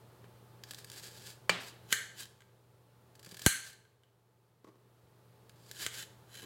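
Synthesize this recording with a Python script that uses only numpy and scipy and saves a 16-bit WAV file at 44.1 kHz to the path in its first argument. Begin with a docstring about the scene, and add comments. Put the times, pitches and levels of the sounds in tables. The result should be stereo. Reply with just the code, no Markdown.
"""A faint appliance hum and a soft knock, then a knife crunches through shallots close to the microphone.
The place is a counter in a hard-walled kitchen, which rings after each sound. Skin snaps and cells burst
under the blade; it breaks through, knocks on the board, scrapes and clinks on a plate. Trimmed pieces
drop into a plastic chopper bowl. All of this is in the right channel; the left holds only faint hiss."""
import sys
import numpy as np
from scipy import signal
from scipy.fft import rfft, irfft
from scipy.io import wavfile

SR = 44100
rng = np.random.default_rng(int(sys.argv[2]) if len(sys.argv) > 2 else 0)


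def output_pcm(signal):
    """Save a mono or channel-first signal as 16-bit PCM at the path in sys.argv[1].

    Samples are clipped to [-1, 1] before scaling.
    """
    pcm = np.clip(np.atleast_2d(signal).T, -1, 1) * 32767
    wavfile.write(sys.argv[1], SR, np.round(pcm).astype(np.int16))


N = 284445
TIME = np.arange(N) / SR


def from_db(db):
    """Decibels to gain."""
    return 10 ** (np.asarray(db) / 20)


def rms_one(x):
    """Scale to rms 1."""
    return x / np.sqrt(np.mean(x ** 2) + 1e-30)


def energy_one(x):
    """Scale to energy 1."""
    return x / np.sqrt(np.sum(x ** 2) + 1e-30)


def at_hz(points, hz):
    """Read a table on a log-frequency axis."""
    f, value = np.transpose(points)
    return np.interp(np.log(hz + 1), np.log(f), value)


def through(x, response):
    """Pass a sound through an impulse response."""
    return signal.fftconvolve(x, response)[:len(x)]


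def add(track, s, sound):
    """Mix a sound in at s seconds."""
    start = int(s * SR)
    track[start:start + len(sound)] += sound[:N - start]


def colour(spectrum, tilt_db=0, size=4096):
    """Minimum-phase response of energy 1 with this spectrum, tilted per octave above about 500 Hz."""
    hz = np.fft.rfftfreq(size, 1 / SR)
    level_db = at_hz(spectrum, hz) + tilt_db * np.log2(1 + hz / 500)
    cepstrum = irfft(np.log(from_db(level_db)))
    return energy_one(irfft(np.exp(rfft(2 * cepstrum[:size // 2], size))))


def body(modes, size=8192):
    """Response of energy 1 of parallel resonances, signs alternating."""
    t, response = TIME[:size], 0
    for k, (hz, width, db) in enumerate(modes):
        decay = from_db(db) * width * np.exp(-np.pi * width * t)
        response += (-1) ** k * decay * np.cos(2 * np.pi * hz * t)
    return energy_one(response)


def burst(decay_s, size=4096, passes=8):
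    """A contact: a cluster of tiny impacts dying away, even in spectrum, energy 1."""
    fade = np.exp(-TIME[:size] / max(decay_s, 1e-4))
    cluster = rng.standard_normal(size) * fade
    for _ in range(passes):
        spectrum = rfft(cluster)
        flattened = irfft(spectrum / (np.abs(spectrum) + 1e-12))
        cluster = flattened * np.minimum(1, 10 * fade)
    return energy_one(cluster)


def drift(per_s):
    """A random wander, rms 1."""
    knots = rng.standard_normal(4096)
    return rms_one(np.interp(TIME * per_s, np.arange(len(knots)), knots))


def grains(per_s, spread_db):
    """Random clicks of uneven size, rms 1."""
    sizes = from_db(spread_db * np.minimum(rng.exponential(1, N), 4)) * rng.choice([-1, 1], N)
    return rms_one(sizes * (rng.random(N) < per_s / SR))


def pushes(rows, attack_db_per_s, release_db_per_s):
    """Gain of a series of pushes: each bites in, changes steadily in level and lets go."""
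    gain = np.zeros(N)
    for s, length, db, build_db in rows:
        to_go = np.clip(1 - (TIME - s) / length, 0, 1)
        attack_db = attack_db_per_s * np.maximum(s - TIME, 0)
        release_db = release_db_per_s * np.maximum(TIME - s - length, 0)
        gain += from_db(db - build_db * to_go - np.minimum(attack_db + release_db, 200))
    return gain


# Reverberation of the kitchen: (frequency [Hz], time to fall 60 dB [s])
KITCHEN_DECAY = [(100, 0.16), (400, 0.62), (1500, 0.51), (3000, 0.54), (6000, .48), (10000, 0.43),
                 (15000, 0.31)]
def kitchen(build_s=0.00029, early_db=-4, bands=12):
    """Early echoes off counter and jars, then a diffuse tail in which each band dies at its own rate."""
    t, edges, tail = TIME[:SR], np.geomspace(90, 18000, bands + 1), 0
    for low, high in zip(edges, edges[1:]):
        bandpass = signal.butter(2, [low, high], "band", fs=SR, output="sos")
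        decay = from_db(-60 * t / at_hz(KITCHEN_DECAY, np.sqrt(low * high)))
        tail += decay * signal.sosfilt(bandpass, rng.standard_normal(SR))
    response = energy_one(tail * (1 - np.exp(-t / build_s)))
    add(response, .0012, from_db(early_db) * burst(0.011))
    return energy_one(response)


# Dips in the background: (time [s], length [s], depth [dB])
BACKGROUND_DIPS = [(1.902, 0.93, 6.5), (3.424, 1.2, 11)]
def background_level(base_db=-60, sink_s=0.56, swell_s=.65):
    """Background gain in dB: each dip sinks evenly, stays down, then eases back."""
    level_db = np.full(N, float(base_db))
    for s, length, depth_db in BACKGROUND_DIPS:
        sink = np.clip((TIME - s) / sink_s, 0, 1)
        level_db -= depth_db * sink * np.exp(-np.maximum(TIME - s - length, 0) / swell_s)
    return level_db


# Hiss in the left channel: (frequency [Hz], level [dB])
HISS_SPECTRUM = [(20, 3), (100, 2.5), (400, -5), (1500, -9), (5000, -13), (16000, -15.5)]
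def hiss(background_db):
    """Faint noise that sinks and swells with the background."""
    noise = rms_one(through(rng.standard_normal(N), colour(HISS_SPECTRUM)))
    return from_db(-68 + 0.75 * (background_db - background_db.mean())) * noise


# Air from the appliance: (frequency [Hz], level [dB])
AIR_SPECTRUM = [(20, -23.5), (50, -16), (70, -3), (100, 2.5), (190, 0), (260, -8.5), (400, 0), (700, -8.5),
                (1200, -11), (2200, -21), (4200, -22), (6000, -29.5), (11000, -27), (16000, -29)]
# Its tones: (frequency [Hz], level [dB])
HUM_TONES = [(119.6, 1), (404, -16), (870, -14)]
def appliance():
    """Behind the knife work, an appliance gives a wavering hum and a rush of air."""
    air = rms_one(through(rng.standard_normal(N), colour(AIR_SPECTRUM)))
    hum = np.zeros(N)
    for hz, db in HUM_TONES:
        amplitude = np.sqrt(2) * from_db(db + .5 * drift(9))
        phase = 2 * np.pi * np.cumsum(hz + .4 * drift(6.7)) / SR
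        hum += amplitude * np.sin(phase)
    return from_db(1) * air + hum


# Shallots landing and rolling in the bowl: (time [s], level [dB], decay [s])
LANDINGS = [(4.6445, -26, 0.0043), (4.668, -33, 0.0071), (4.675, -29.5, 0.0087), (4.685, -31, 0.0072),
            (4.716, -46, 0.0081), (4.756, -37.5, 0.0017), (6.428, -22, 0.022)]
# Resonances of the plastic bowl: (frequency [Hz], width [Hz], level [dB])
BOWL_MODES = [(255, 160, -2.5), (424, 220, -3), (1120, 130, -8.5), (2020, 310, -20.5), (3730, 3700, -31.5)]
def landing(room):
    """Soft pieces drop on the chilies in the bowl and bump its plastic wall."""
    bumps = np.zeros(N)
    for s, db, decay_s in LANDINGS:
        add(bumps, s, from_db(db) * through(burst(decay_s), body(BOWL_MODES)))
    return bumps + from_db(-5.5) * through(bumps, room)


# Blade or fingers on the board: (time [s], level [dB], tilt [dB/octave])
BOARD_KNOCKS = [(0.2417, -31.5, -5), (1.4938, 4.5, 1), (3.265, -30.5, -7.5), (3.323, -30, -10)]
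# The dull crack of a knock: (frequency [Hz], level [dB])
KNOCK_SPECTRUM = [(30, -34), (70, -12), (180, 2), (500, -0.5), (900, 0), (1800, 1.5), (3000, 0), (4800, -6),
                  (5800, -15.5), (8200, -16), (9500, -25.5), (15500, -30.5)]
# Resonances of the board: (frequency [Hz], width [Hz], level [dB])
BOARD_MODES = [(178, 10, 3.5), (530, 150, -0.5), (1090, 140, -8), (1740, 370, -1), (2365, 34, 6),
               (3040, 99, -2), (4460, 110, -5), (6914, 200, -16), (8220, 98, -12.5)]
def knocking(room):
    """A dull crack and the short ring of the board; a soft touch leaves the high modes quiet."""
    crack, ring = np.zeros((2, N))
    for s, db, tilt_db in BOARD_KNOCKS:
        contact = from_db(db) * burst(decay_s=0.0043)
        modes = [(hz, width, level + tilt_db * np.log2(hz)) for hz, width, level in BOARD_MODES]
        add(crack, s, through(contact, colour(KNOCK_SPECTRUM, tilt_db)))
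        add(ring, s, through(contact, body(modes)))
    return from_db(-1.5) * crack + from_db(4.5) * ring + from_db(-4.5) * through(crack, room)


# The edge dragging on the plate: (time [s], length [s], end level [dB], build-up [dB])
PLATE_DRAGS = [(1.88, 0.047, -30.5, 28.5), (2.195, 0.033, -46.5, 4), (5.73, 0.11, -38.5, 19.5),
               (5.95, 0.072, -42.5, 1.5), (6.355, 0.085, -49.5, -4)]
# Resonances of plate and blade rubbed together: (frequency [Hz], width [Hz], level [dB])
RUBBED_MODES = [(1600, 120, 6), (1910, 170, 2), (3050, 110, 2.5), (3680, 500, 4.5), (4047, 83, 6),
                (6860, 400, 4), (10900, 780, -9)]
def dragging(room):
    """The edge rubs on the plate: a hiss of small slips that keeps plate and blade ringing."""
    pressure = pushes(PLATE_DRAGS, attack_db_per_s=300.5, release_db_per_s=600.5)
    slips = pressure * from_db(1.6 * drift(60)) * grains(per_s=4400, spread_db=4)
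    scrape = through(slips, colour(CRUNCH_SPECTRUM, tilt_db=0.36))  # a shade brighter than the cutting
    rub = from_db(-3.5) * scrape + from_db(-4) * through(slips, body(RUBBED_MODES))
    return rub + from_db(-11) * through(rub, room)


# The blade striking the plate: (time [s], level [dB], tilt [dB/octave], ring [dB],
# centre frequency [Hz], lift of the modes near it [dB], thump level [dB])
PLATE_STRIKES = [(1.9256, 4, -1, -3, 1770, 7.5, -17), (2.406, -36.5, -3, -2, 1966, 9, -65.5),
                 (2.4198, -35, -6.5, -14, 1956, 12, -62), (3.4627, 6.5, 1.2, 1, 8660, 4, 9),
                 (3.8512, -48, -6, 5, 1990, 22, -61), (4.0344, -48.5, -3, 3.5, 3010, 18, -48),
                 (5.8643, -5, -2, -15, 1940, -9, -24)]
# The bright crack of steel on the plate: (frequency [Hz], level [dB])
CRACK_SPECTRUM = [(100, -29), (290, -20.5), (420, -8.5), (650, -16), (850, -30.5), (1200, -7), (1650, -3.5),
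                  (2100, 0.5), (2600, -7), (3100, 3), (5000, -10), (7500, -1.5), (9300, -2.5), (10500, -13),
                  (15500, -13)]
# Resonances of the plate: (frequency [Hz], width [Hz], level [dB])
PLATE_MODES = [(1570, 53, 8), (1784, 110, -2), (2140, 330, -7), (2790, 450, -6), (3010, 300, -8.5),
               (4050, 250, -3), (4330, 200, -4), (5900, 180, -5.5), (6650, 1200, -11.5), (8400, 360, -4),
               (10210, 380, -4), (10400, 110, -10.5), (12650, 500, -13), (14800, 760, -15)]
# The thump through the counter: (frequency [Hz], level [dB])
THUMP_SPECTRUM = [(20, -18.5), (45, -6.5), (80, -1), (140, 0.5), (250, -4.5), (400, -8), (600, -13.5),
                  (900, -18), (1300, -24), (3000, -49.5), (15000, -71)]
def clinking(room, lift_octaves=0.063):
    """Steel meets the plate, close by: a bright crack, the plate's ring, a thump in the counter below."""
    crack, ring, thump = np.zeros((3, N))
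    for s, db, tilt_db, ring_db, centre_hz, lift_db, thump_db in PLATE_STRIKES:
        contact = from_db(db) * burst(decay_s=0.0019)
        modes = []
        for hz, width, level in PLATE_MODES:  # where the blade lands decides which modes ring most
            octaves = np.log2(hz / centre_hz)
            nearness = np.exp(-(octaves / lift_octaves) ** 2)
            modes.append((hz, width, level + lift_db * nearness + tilt_db * octaves))
        add(crack, s, through(contact, colour(CRACK_SPECTRUM, tilt_db)))
        add(ring, s, from_db(ring_db) * through(contact, body(modes)))
        add(thump, s, from_db(thump_db) * through(burst(decay_s=.004), colour(THUMP_SPECTRUM)))
    direct = crack + from_db(-0.5) * ring + thump
    to_room = from_db(-7.5) * crack + from_db(-1.5) * ring + from_db(-27.5) * thump
    return direct + through(to_room, room)


def peeling(start_s=3.153, slow_gap_s=.0406, fast_gap_s=.0226, speed_up=.28, decay_s=.004, count=10):
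    """Rows of snaps: the peeling skin catches faster and harder as the blade gathers speed."""
    gaps = fast_gap_s + (slow_gap_s - fast_gap_s) * (1 - speed_up) ** np.arange(count)
    times = start_s + np.cumsum(gaps) - gaps
    levels_db = np.linspace(-33, -19, count) + rng.standard_normal(count)
    return [(s, db, decay_s) for s, db in zip(times, levels_db)]


# Pushes of the blade through a shallot: (time [s], length [s], end level [dB], build-up [dB])
KNIFE_STROKES = [(.65, 0.16, -57.5, 6.5), (.87, 0.11, -48.5, 17), (1.03, 0.034, -51, 3),
                 (1.08, 0.15, -55, 5), (1.255, 0.054, -47.5, 5.5), (1.61, .075, -52.5, -0.5),
                 (2.17, 0.035, -42.5, 16.5), (3.25, 0.19, -61, 3.5), (3.44, .02, -48, 1),
                 (3.645, 0.045, -54.5, -0.5), (5.56, 0.2, -59.5, 13), (5.80, 0.045, -41, 3),
                 (5.94, 0.054, -49, 2)]
# The loudest snaps of dry skin: (time [s], level [dB], decay [s])
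SKIN_SNAPS = [(0.6367, -20.5, 0.002), (.709, -15.5, 0.0033), (0.7356, -25, 0.00085), (0.746, -21, 0.0013),
              (0.7854, -22.5, .004), (0.8455, -22.5, .0015), (0.9, -23, 0.0019), (0.917, -22.5, .0028),
              (1.303, -25.5, .002), (2.255, -27.5, 0.0022), (3.247, -27, .003), (3.313, -26, .003),
              (3.419, -19.5, .004), (3.729, -30, .006), (5.495, -31, 0.0021), (5.7135, -18, 0.0019),
              (6.025, -23.5, 0.0035)]
# The crunch at close range: (frequency [Hz], level [dB])
CRUNCH_SPECTRUM = [(200, -4), (600, -5.5), (1200, -8), (2000, -1), (3000, 4), (4500, 2), (6000, -3),
                   (7500, 2), (9500, -4.5), (12000, -4.5), (15500, -9.5)]
# Resonances of the blade: (frequency [Hz], width [Hz], level [dB])
BLADE_MODES = [(1710, 110, 9.5), (3000, 560, -3.5), (4680, 330, 4)]
def cutting(room, swell_s=0.00048):
    """Close to the microphone, cells burst and skin tears in short rasps; the blade sings faintly along."""
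    pressure = pushes(KNIFE_STROKES, attack_db_per_s=601, release_db_per_s=450) * from_db(2 * drift(78))
    cells = grains(per_s=4100, spread_db=2.5)
    single_fibres = from_db(-10) * grains(per_s=150, spread_db=3)
    crackle = pressure * (cells + single_fibres)
    for s, db, decay_s in SKIN_SNAPS + peeling():
        tear = burst(decay_s) + from_db(-9.5) * burst(3 * decay_s)  # most fibres go at once, a few hold on
        onset = 1 - np.exp(-TIME[:len(tear)] / swell_s)
        add(crackle, s - swell_s, from_db(db) * energy_one(tear * onset))
    crunch = through(crackle, colour(CRUNCH_SPECTRUM))
    direct = crunch + from_db(-8.5) * through(crackle, body(BLADE_MODES))
    return direct + from_db(-10) * through(direct, room)


def scene():
    """One kitchen: knife work close by and the appliance behind it on the right, only hiss on the left."""
    room, background_db = kitchen(), background_level()
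    counter = cutting(room) + dragging(room) + knocking(room) + clinking(room) + landing(room)
    right = 2 * (counter + from_db(background_db) * appliance())
    return np.array([hiss(background_db), right])


def record(dry):
    """The microphone loses the deepest bass, the sharpest peaks are rounded off and the top is cut."""
    low_cut = signal.butter(2, 38, "high", fs=SR, output="sos")
    high_cut = signal.ellip(12, .2, 70, 16000, fs=SR, output="sos")
    rounded = 1.027 * np.tanh(signal.sosfilt(low_cut, dry) / 1.304)
    return signal.sosfilt(high_cut, rounded)


dry = scene()
out = record(dry)
output_pcm(out)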